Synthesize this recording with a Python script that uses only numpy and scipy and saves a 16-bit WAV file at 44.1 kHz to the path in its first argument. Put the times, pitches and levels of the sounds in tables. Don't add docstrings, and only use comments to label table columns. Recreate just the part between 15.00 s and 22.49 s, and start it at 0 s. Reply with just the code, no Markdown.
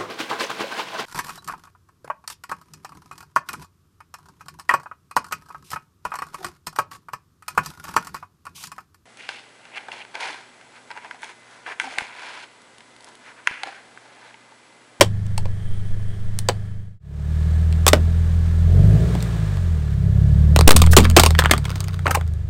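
import sys
import numpy as np
from scipy import signal
from scipy.fft import rfft, irfft, next_fast_len
from scipy.io import wavfile
from scipy.ndimage import uniform_filter1d

SR = 44100
rng = np.random.default_rng(int(sys.argv[2]) if len(sys.argv) > 2 else 0)


def persist_wave(psi):
    counts = np.round(np.clip(psi, -1, 1) * 32767).astype(np.int16)
    wavfile.write(sys.argv[1], SR, np.atleast_2d(counts).T)


N = 330309
TIME = np.arange(N) / SR
CHANGE_S = 1.995

# pitch_hz, level_db
PLASTIC = [(150, -9.5), (260, -3.5), (450, 0), (600, -1.5), (800, -1.5), (1200, 3), (1600, -2.5),
           (3000, -1.5), (4500, -1.5), (6200, -9), (8600, -6.5), (10200, -16), (13000, -13.5), (16000, -18)]
BAND_EDGES_HZ = [220, 800, 2200, 6000, 16000]


def cracks():
    # start_s, tear_s, level_db, brightness_db_per_octave, body_hz, shard_hz
    breaks = [(.0095, 0.0071, -4.5, -1.93, 530, 3300), (.266, 0.00093, -55.5, 2.5, 660, 7970),
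              (.378, 0.0025, -30.5, 0, 876, 9300), (0.455, 0.0038, -41.5, -4.5, 1050, 2630),
              (1.389, 0.00082, -36.5, 5, 1800, 8700), (1.487, 0.0034, -19, -1, 500, 4400),
              (1.4943, 0.0024, -27.5, -4.5, 824, 2680), (2.866, 0.0012, -13.5, 0, 1090, 8500),
              (2.879, .004, -14.5, 1.5, 1170, 3400), (2.887, 0.0022, -20.5, 1.5, 1130, 8000),
              (2.932, 0.0027, -11, -3, 593, 2760), (4.226, 0.001, -41.5, 2.5, 410, 7750),
              (5.5619, 0.0014, -17.5, -1, 634, 3970), (5.59, 0.00069, -19.5, -1.5, 460, 8400),
              (5.61, 0.0013, -20, -1, 1140, 4681), (5.677, 0.0042, -0.4, 1.1, 383, 8700),
              (5.687, 0.0045, -6, -4, 419, 8492), (5.694, 0.00045, -17.5, 2, 700, 8000),
              (5.707, 0.0046, -2, -1.5, 630, 8750), (5.7187, 0.001, -11, -0.5, 880, 2700),
              (5.763, 0.0055, -13, 3, 710, 9100), (5.818, .0042, -16.5, 0.3, 1060, 3500),
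              (5.864, 0.0018, -33, 1.7, 380, 8400), (5.966, 0.0085, -0.5, 0, 1040, 7340),
              (5.984, 0.0029, -12, -1.5, 447, 2712), (6.003, .0037, -26, -1, 636, 2330),
              (6.1, .001, -32, 1.7, 1790, 7720), (6.112, 0.0012, -38, 0.5, 2070, 8970),
              (6.165, .0094, -3.5, -2, 1160, 8500), (6.196, .0054, -9, 0.9, 675, 4240),
              (6.235, 0.0038, -13.5, -0.2, 880, 2920), (6.253, .0012, -31, 1, 2030, 5340),
              (6.262, 0.0023, -14, -0.5, 1110, 9000), (6.3065, 0.0021, -28, -0.5, 720, 3660),
              (6.579, 0.0013, -32.5, 0.2, 1900, 8300), (6.7036, .0014, -35.5, -1, 1380, 4940),
              (6.7567, 0.0042, -37, -0.5, 1010, 5370), (6.805, .0008, -37.5, 3, 1040, 4550),
              (6.841, .0029, -45, 2.5, 410, 6840), (6.883, 0.0011, -39, 0, 400, 4530),
              (7.277, .0011, -55, 1.2, 460, 8590), (7.337, .001, -58, 2.5, 430, 8950)]
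    # pitch_hz, level_db
    wood = [(150, -5.5), (300, -11.5), (450, -2.5), (600, -6), (820, -2), (1100, -2.5), (1900, -7.5),
            (3000, -2.5), (4500, -2.5), (6000, -13), (7900, -9), (9200, -16.5), (11000, -23), (16000, -27)]
    # thud_db, knock_db, snap_db, fizz_db
    balance_db = (-.8, 0.18, 0.93, -0.83)
    out = np.zeros(N)
    for start_s, tear_s, db, brightness, body_hz, shard_hz in breaks:
        material, tail_s = (wood, .14) if start_s < CHANGE_S else (PLASTIC, .12)
        band_db = db + brightness * octaves_above(2000) + balance_db
        sound = burst(fracture(tear_s), material, body_hz, shard_hz, band_db,
                      body_db=2.5, shard_db=3, tail_db=-18.5, tail_s=tail_s)
        add(out, start_s, sound)
    return out


def fracture(tear_s):
    t = np.arange(SR // 5) / SR
    tears = rng.standard_normal(len(t)) * undb(7.47 * rng.standard_normal(len(t)))
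    tears *= np.exp(-(t / max(tear_s, .0003)) ** 2)
    splinters = clicks(len(t), chance=900 / SR) * tear_s / .0033
    force = tears + undb(4.5) * splinters * np.exp(-t / .014)
    force[0] += 6
    return force


def burst(force, material, body_hz, shard_hz, band_db, body_db, shard_db, tail_db, tail_s):
    t = np.arange(len(force)) / SR
    body = undb(body_db) * ring(force, body_hz, q=6)
    shard = undb(shard_db) * ring(force, shard_hz, q=8)
    toy = colour(force + body + shard, material)
    out = 0
    for low_hz, high_hz, db in zip(BAND_EDGES_HZ, BAND_EDGES_HZ[1:], band_db):
        lowness = (1000 / np.sqrt(low_hz * high_hz)) ** .12
        near, far = rng.standard_normal((2, len(t)))
        echoes = undb(-9) * lowness * unit(near * undb(-60 * t / (.057 * lowness)))
        echoes += undb(tail_db) * unit(far * undb(-60 * t / (tail_s * lowness ** .5)))
        echoes /= np.sqrt(len(t))
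        echoes[0] += 1
        band = butter(signal.fftconvolve(toy, echoes)[:len(t)], [low_hz, high_hz], "band", order=3)
        out = out + undb(db) * unit(band)
    return out * np.sqrt(.01 * SR / len(t))


def buckles():
    # start_s, length_s, level_db, pitch_hz, fall_db_per_octave (either side of the pitch)
    folds = [(2.726, .0011, -38, 4040, 6), (4.151, .0027, -27, 428, 4), (4.205, .001, -37, 4300, 12),
             (4.571, .001, -37, 1820, 6), (5.838, 0.0026, -22.5, 1001, 5.5), (5.872, 0.001, -23, 890, 8),
             (6.045, .0008, -25.5, 3520, 4), (6.051, 0.0052, -16, 1200, 6.5), (6.186, .0024, -10, 1200, 9),
             (6.351, 0.0015, -19, 1900, 12), (6.383, .0011, -30, 2600, 9), (6.389, 0.0068, -8.5, 1650, 4),
             (6.421, 0.0021, -19, 1400, 13), (6.439, 0.00088, -23, 1110, 4), (6.448, .0017, -20, 1300, 9),
             (6.458, 0.00097, -11.5, 1490, 7), (6.496, .0024, -23, 1050, 9),
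             (6.511, 0.0051, -8.5, 1870, 2.5), (6.5353, 0.0032, -13.5, 1210, 5),
             (6.5654, .001, -30, 1850, 11), (6.653, .0046, -27, 2310, 5), (6.992, 0.0024, -37, 1400, 4.5),
             (7.067, 0.0015, -15, 1350, 9), (7.211, 0.0029, -33.5, 1320, 6)]
    out = np.zeros(N)
    for start_s, length_s, db, hz, fall in folds:
        band_db = db - fall * np.abs(octaves_above(hz))
        sound = burst(fracture(length_s), PLASTIC, hz, shard_hz=3270, band_db=band_db,
                      body_db=0, shard_db=.5, tail_db=-17.5, tail_s=.12)
        add(out, start_s, sound)
    return out


def tub_ring():
    # start_s, level_db
    lid_cracks = [(2.866, -22), (2.879, -21), (2.932, -22)]
    # pitch_hz, level_db, ring_s (time to fall 60 dB)
    notes = [(655, -8, .33), (1090, -1, .07), (1240, 0, .1)]
    out, t = np.zeros(N), np.arange(SR // 3) / SR
    for start_s, crack_db in lid_cracks:
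        sound = sum(np.sin(2 * np.pi * hz * t) * undb(crack_db + db - 60 * t / ring_s)
                    for hz, db, ring_s in notes)
        add(out, start_s, sound)
    return out


def crushing(attack_s=.016):
    # peak_s, level_db, settle_s
    pieces = [(5.79, -34, .11), (6.04, -27, 0.028), (6.21, -22, .033), (6.44, -38, 0.055),
              (6.67, -38, 0.19), (6.88, -52.5, 0.087), (7.12, -47, 0.048)]
    return sum(undb(db) * np.exp(-np.maximum((peak_s - TIME) / attack_s, (TIME - peak_s) / settle_s))
               for peak_s, db, settle_s in pieces)


def crumple(crush, creases_per_s=700):
    creases = clicks(N, chance=creases_per_s / SR)
    creases *= undb(6.3 * np.minimum(rng.exponential(size=N), 4))
    t = np.arange(SR // 30) / SR
    echoes = .11 * rng.standard_normal(len(t)) * undb(-60 * t / .021)
    echoes[0] = 1
    sound = colour(butter(signal.fftconvolve(creases, echoes)[:N], 500, "high"), PLASTIC)
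    return unit(sound + 1.2 * ring(sound, 1100, q=2.1)) * crush


def squelches():
    # start_s, length_s, level_db, brightness_db_per_octave, body_hz
    spurts = [(5.928, 0.011, -21, -1, 1500), (7.053, .013, -30.5, -5.5, 1140),
              (7.072, .016, -28.5, -4, 1140), (7.088, 0.019, -36, -6.5, 794), (7.105, .015, -22, -1, 1415),
              (7.142, 0.02, -20.5, -1.2, 870), (7.17, 0.0064, -44.5, -11, 660)]
    # thud_db, knock_db, snap_db, fizz_db
    balance_db = (-3, 5, -4, -1)
    out, t = np.zeros(N), np.arange(SR // 5) / SR
    for start_s, length_s, db, brightness, body_hz in spurts:
        swell = np.sin(np.pi * np.minimum(t / length_s, 1)) ** 2
        force = clicks(len(t), chance=.15) * swell
        band_db = db + brightness * octaves_above(2000) + balance_db
        sound = burst(force, PLASTIC, body_hz, shard_hz=2700, band_db=band_db,
                      body_db=7.5, shard_db=-1.5, tail_db=-14, tail_s=.16)
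        add(out, start_s, sound)
    return out


def bubbles(crush, start_s, end_s, count, db):
    out, t = np.zeros(N), np.arange(SR // 40) / SR
    for when, pitch, softness in rng.random((count, 3)):
        pop_s = start_s + when * (end_s - start_s)
        hz = 1000 * 2.6 ** pitch
        pop = np.sin(2 * np.pi * hz * t * (1 + 8 * t)) * np.exp(-hz * t / 3.6)
        add(out, pop_s, pop * np.interp(pop_s, TIME, crush) * undb(db - 14 * softness))
    return out


def spray(middle_s, length_s, db):
    gate = np.exp(-((TIME - middle_s) / (length_s / 2)) ** 6)
    hiss = noise([(1500, -20.5), (4000, -2.5), (8000, -1.5), (14000, -4), (16000, -4)])
    return hiss * gate * undb(db)


def tyre_drops(air_hz, ring_s, thump_db, pop_hz, pop_s):
    # start_s, tyre_db, pop_db
    drops = [(.012, -35, -8.5), (2.932, -29, -14), (5.677, -16.5, 14.5), (5.708, -31, 2.5),
             (5.968, -14, -2), (6.166, -26.5, -15), (6.51, -34, -24)]
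    out, t = np.zeros(N), np.arange(SR) / SR
    for start_s, tyre_db, pop_db in drops:
        air_ring = np.sqrt(2) * np.sin(2 * np.pi * air_hz * t) * undb(-60 * t / ring_s)
        thump = band_noise(len(t), 110, 300) * undb(thump_db - 60 * t / .22)
        pop = band_noise(len(t), pop_hz * .8, pop_hz * 1.297) * undb(-60 * t / pop_s)
        add(out, start_s, undb(tyre_db) * (air_ring + thump) + undb(pop_db) * pop)
    return out


def engine(creep_hz=39.7):
    # time_s, firings_hz
    speed = [(2.05, 35), (2.32, 38.3), (2.6, 39.98), (3.13, 41.2), (3.68, 41.9), (4.0, 56.3), (4.15, 60.5),
             (4.27, 58.26), (4.78, 38.36), (5.05, 32.6), (5.42, 37), (5.7, 39.4), (6.07, 42.11),
             (6.42, 39.15), (6.77, 32.25), (7.49, 23.98)]
    # time_s, above_creeping_db
    load = [(2.4, -0.5), (3.55, 0.6), (3.85, 11), (4.25, 3.5), (4.6, -0.5), (4.85, -1.5), (5.05, 6),
            (5.4, 7.5), (5.9, 7), (6.4, 1.6), (6.65, -2), (7.49, -5)]
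    # pitch_hz, level_db
    boom_colour = [(45, -39.5), (75, 9), (110, 2), (165, 6), (195, -2), (240, -22.5), (300, -61)]
    gas_colour = [(150, -19.5), (220, 4), (290, -2.5), (350, 1.5), (430, 4), (530, -5.5), (640, -0.5),
                  (760, -13.5), (1100, -41.5)]
    hz, load_db = curves(speed)[0], curves(load)[0]
    firings, idle = np.cumsum(hz) / SR, TIME < CHANGE_S
    speed_octaves = np.log2(hz / creep_hz)
    speeding_up = uniform_filter1d(np.maximum(np.gradient(speed_octaves) * SR, 0), size=SR // 8)
    boom_db = np.where(idle, -48.5, -33 + 1.4 * load_db + 2.4 * speed_octaves)
    gas_db = np.where(idle, -50, -44 + .5 * load_db + 7.4 * speed_octaves) + 3.5 * speeding_up
    hiss_db = np.where(idle, -51.5, -45.5 + .03 * load_db + 9.23 * speed_octaves)
    hiss_db -= 3 * np.maximum(TIME - 6.3, 0)
    pulse = np.cos(2 * np.pi * firings)
    hiss = undb(hiss_db) * belts_and_fan(idle) * (1 + .095 * pulse)
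    boom = undb(boom_db) * noise(boom_colour)
    gas = undb(gas_db) * noise(gas_colour) * (1 + .27 * pulse)
    hum = np.where(idle, idle_hum(), driving_hum(hz, firings, load_db))
    return hum + boom + gas + hiss


def driving_hum(hz, firings, load_db):
    # pitch_hz, level_db
    pipe = [(25, -23), (33, -25.5), (42, -14), (60, -18), (70, -7), (80, 1), (100, -6.5), (125, -14.5),
            (140, -8), (165, -11.5), (200, -22.5), (240, -45)]
    # times_firing_rate, level_db, waver (0-1)
    tones = [(1, 5.5, 0), (2, 0, 0), (3, -1, 0.06), (4, -1.45, 0.04), (4.5, -12, .2), (5, -4, 0.14),
             (5.5, -12, 0.1), (6, -7.5, 0.3)]
    pipe_hz, pipe_db = np.transpose(pipe)
    hum = 0
    for multiple, db, waver in tones:
        ring_db = np.interp(np.log(multiple * hz), np.log(pipe_hz), pipe_db)
        hum += undb(db + ring_db) * engine_tone(firings, multiple, waver)
    return hum * undb(load_db - 17)


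def idle_hum():
    # time_s, firings_hz, level_db
    idling = [(0, 26.23, -22), (.45, 25.02, -24.5), (.7, 24.96, -27.5), (1.35, 25.77, -27.5),
              (1.98, 25.66, -22.5)]
    # times_firing_rate, level_db
    tones = [(1, -16.5), (2, -15), (3, -9), (3.5, -27), (4, 0), (5, -13.5), (5.5, -32.5), (6, -17),
             (6.5, -18), (7, -15.5), (7.5, -21.5), (8, -23)]
    hz, level_db = curves(idling)
    firings = np.cumsum(hz) / SR
    hum = sum(undb(db) * engine_tone(firings, multiple, waver=.11) for multiple, db in tones)
    return unit(hum) * undb(level_db)


def engine_tone(firings, multiple, waver):
    wave = np.sqrt(2) * np.sin(2 * np.pi * (multiple * firings + rng.random()))
    return wave * (1 + waver * wander(14))


def belts_and_fan(idle):
    # pitch_hz, level_db
    idle_colour = [(410, -31), (700, -6), (910, -6), (984, -8), (1140, -5), (1540, -6), (1750, -2),
                   (2730, -15), (3160, -12), (3640, -14.5), (6740, -19.5), (8760, -19), (9860, -25),
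                   (13900, -32), (16000, -42)]
    drive_colour = [(410, -39.5), (700, -2.5), (997, -4), (1170, -2.5), (1500, -4), (1680, -2),
                    (1890, -5.5), (2370, -8.5), (2590, -11), (3550, -10), (5470, -16.5), (8650, -16.5),
                    (10700, -27), (14400, -27.5), (16000, -34.5)]
    # pitch_hz, sharpness (q), above_hiss_db
    whine_notes = [(3220, 18, 4.5), (8990, 45, 7)]
    # time_s, level_db
    whine_swell = [(.45, -12.5), (.65, 3), (1.3, -5.5), (1.98, -6.5)]
    idle_hiss = noise(idle_colour)
    swell = undb(curves(whine_swell)[0] + 3 * wander(14))
    whines = sum(undb(db) * ring(idle_hiss, hz, q) for hz, q, db in whine_notes)
    hiss = np.where(idle, idle_hiss + swell * whines, noise(drive_colour))
    belt = undb(1) * ring(hiss, hz=1701, q=84)
    return unit(hiss + belt) * undb(.36 * wander(25))


def moving_air(burst_s):
    # time_s, level_db
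    strength = [(0, -24), (.85, -17), (1.2, -24.5), (1.98, -24)]
    buffet = band_noise(N, 4, 9) * undb(curves(strength)[0]) * (TIME < CHANGE_S)
    age_s = np.maximum(TIME - burst_s, 0)
    gust = 3.6 * (1 - np.exp(-age_s / .0005)) * np.exp(-age_s / .06)
    return buffet - gust


def fade(out_s, in_s):
    closing = np.clip((CHANGE_S - TIME) / out_s, 0, 1)
    opening = np.clip((TIME - CHANGE_S) / in_s, 0, 1) ** 1.03
    return closing + opening


def undb(db):
    return 10 ** (np.asarray(db) / 20)


def unit(x):
    return x / np.sqrt(np.mean(x ** 2) + 1e-20)


def curves(table):
    time_s, *columns = np.transpose(table)
    return [np.interp(TIME, time_s, column) for column in columns]


def octaves_above(hz):
    centres_hz = np.sqrt(np.multiply(BAND_EDGES_HZ[:-1], BAND_EDGES_HZ[1:]))
    return np.log2(centres_hz / hz)


def butter(x, hz, kind, order=2):
    return signal.sosfilt(signal.butter(order, hz, kind, fs=SR, output="sos"), x)


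def colour(x, points):
    hz, db = np.transpose(points)
    size = next_fast_len(len(x) // 2 + 2048) * 2
    grid_hz = np.maximum(np.arange(size // 2 + 1) * SR / size, 1)
    gain = undb(np.interp(np.log(grid_hz), np.log(hz), db))
    cepstrum = irfft(np.log(gain))
    cepstrum[1:size // 2] *= 2
    cepstrum[size // 2 + 1:] = 0
    return irfft(rfft(x, size) * np.exp(rfft(cepstrum)))[:len(x)]


def ring(x, hz, q):
    return signal.lfilter(*signal.iirpeak(min(hz, .45 * SR), q, fs=SR), x)


def noise(points):
    return unit(colour(rng.standard_normal(N), points))


def band_noise(samples, low_hz, high_hz):
    return unit(butter(rng.standard_normal(samples), [low_hz, high_hz], "band"))


def clicks(samples, chance):
    return rng.standard_normal(samples) * (rng.random(samples) < chance)


def wander(rate_hz):
    hold = int(SR / rate_hz)
    steps = np.repeat(rng.standard_normal(N // hold + 1), hold)
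    return unit(uniform_filter1d(steps, hold)[:N])


def add(out, start_s, sound):
    i = max(int(start_s * SR), 0)
    out[i:i + len(sound)] += sound[:N - i]


def scene():
    crush = crushing()
    toys = cracks() + tub_ring() + buckles() + crumple(crush)
    slime = squelches() + bubbles(crush, start_s=6.5, end_s=7.25, count=100, db=12)
    slime += spray(middle_s=5.927, length_s=.03, db=-23.5)
    tyre = tyre_drops(air_hz=220.8, ring_s=.58, thump_db=10, pop_hz=364, pop_s=.075)
    mix = toys + slime + tyre + engine() + moving_air(burst_s=5.675)
    return (mix * fade(out_s=.46, in_s=.42))[None]


def record(dry):
    clipped = butter(np.clip(dry, -.97, .97), 1.3, "high", order=1)
    treble_cut = signal.ellip(10, .2, 75, 15900, fs=SR, output="sos")
    return signal.sosfilt(treble_cut, clipped)


dry = scene()
out = record(dry)
persist_wave(out)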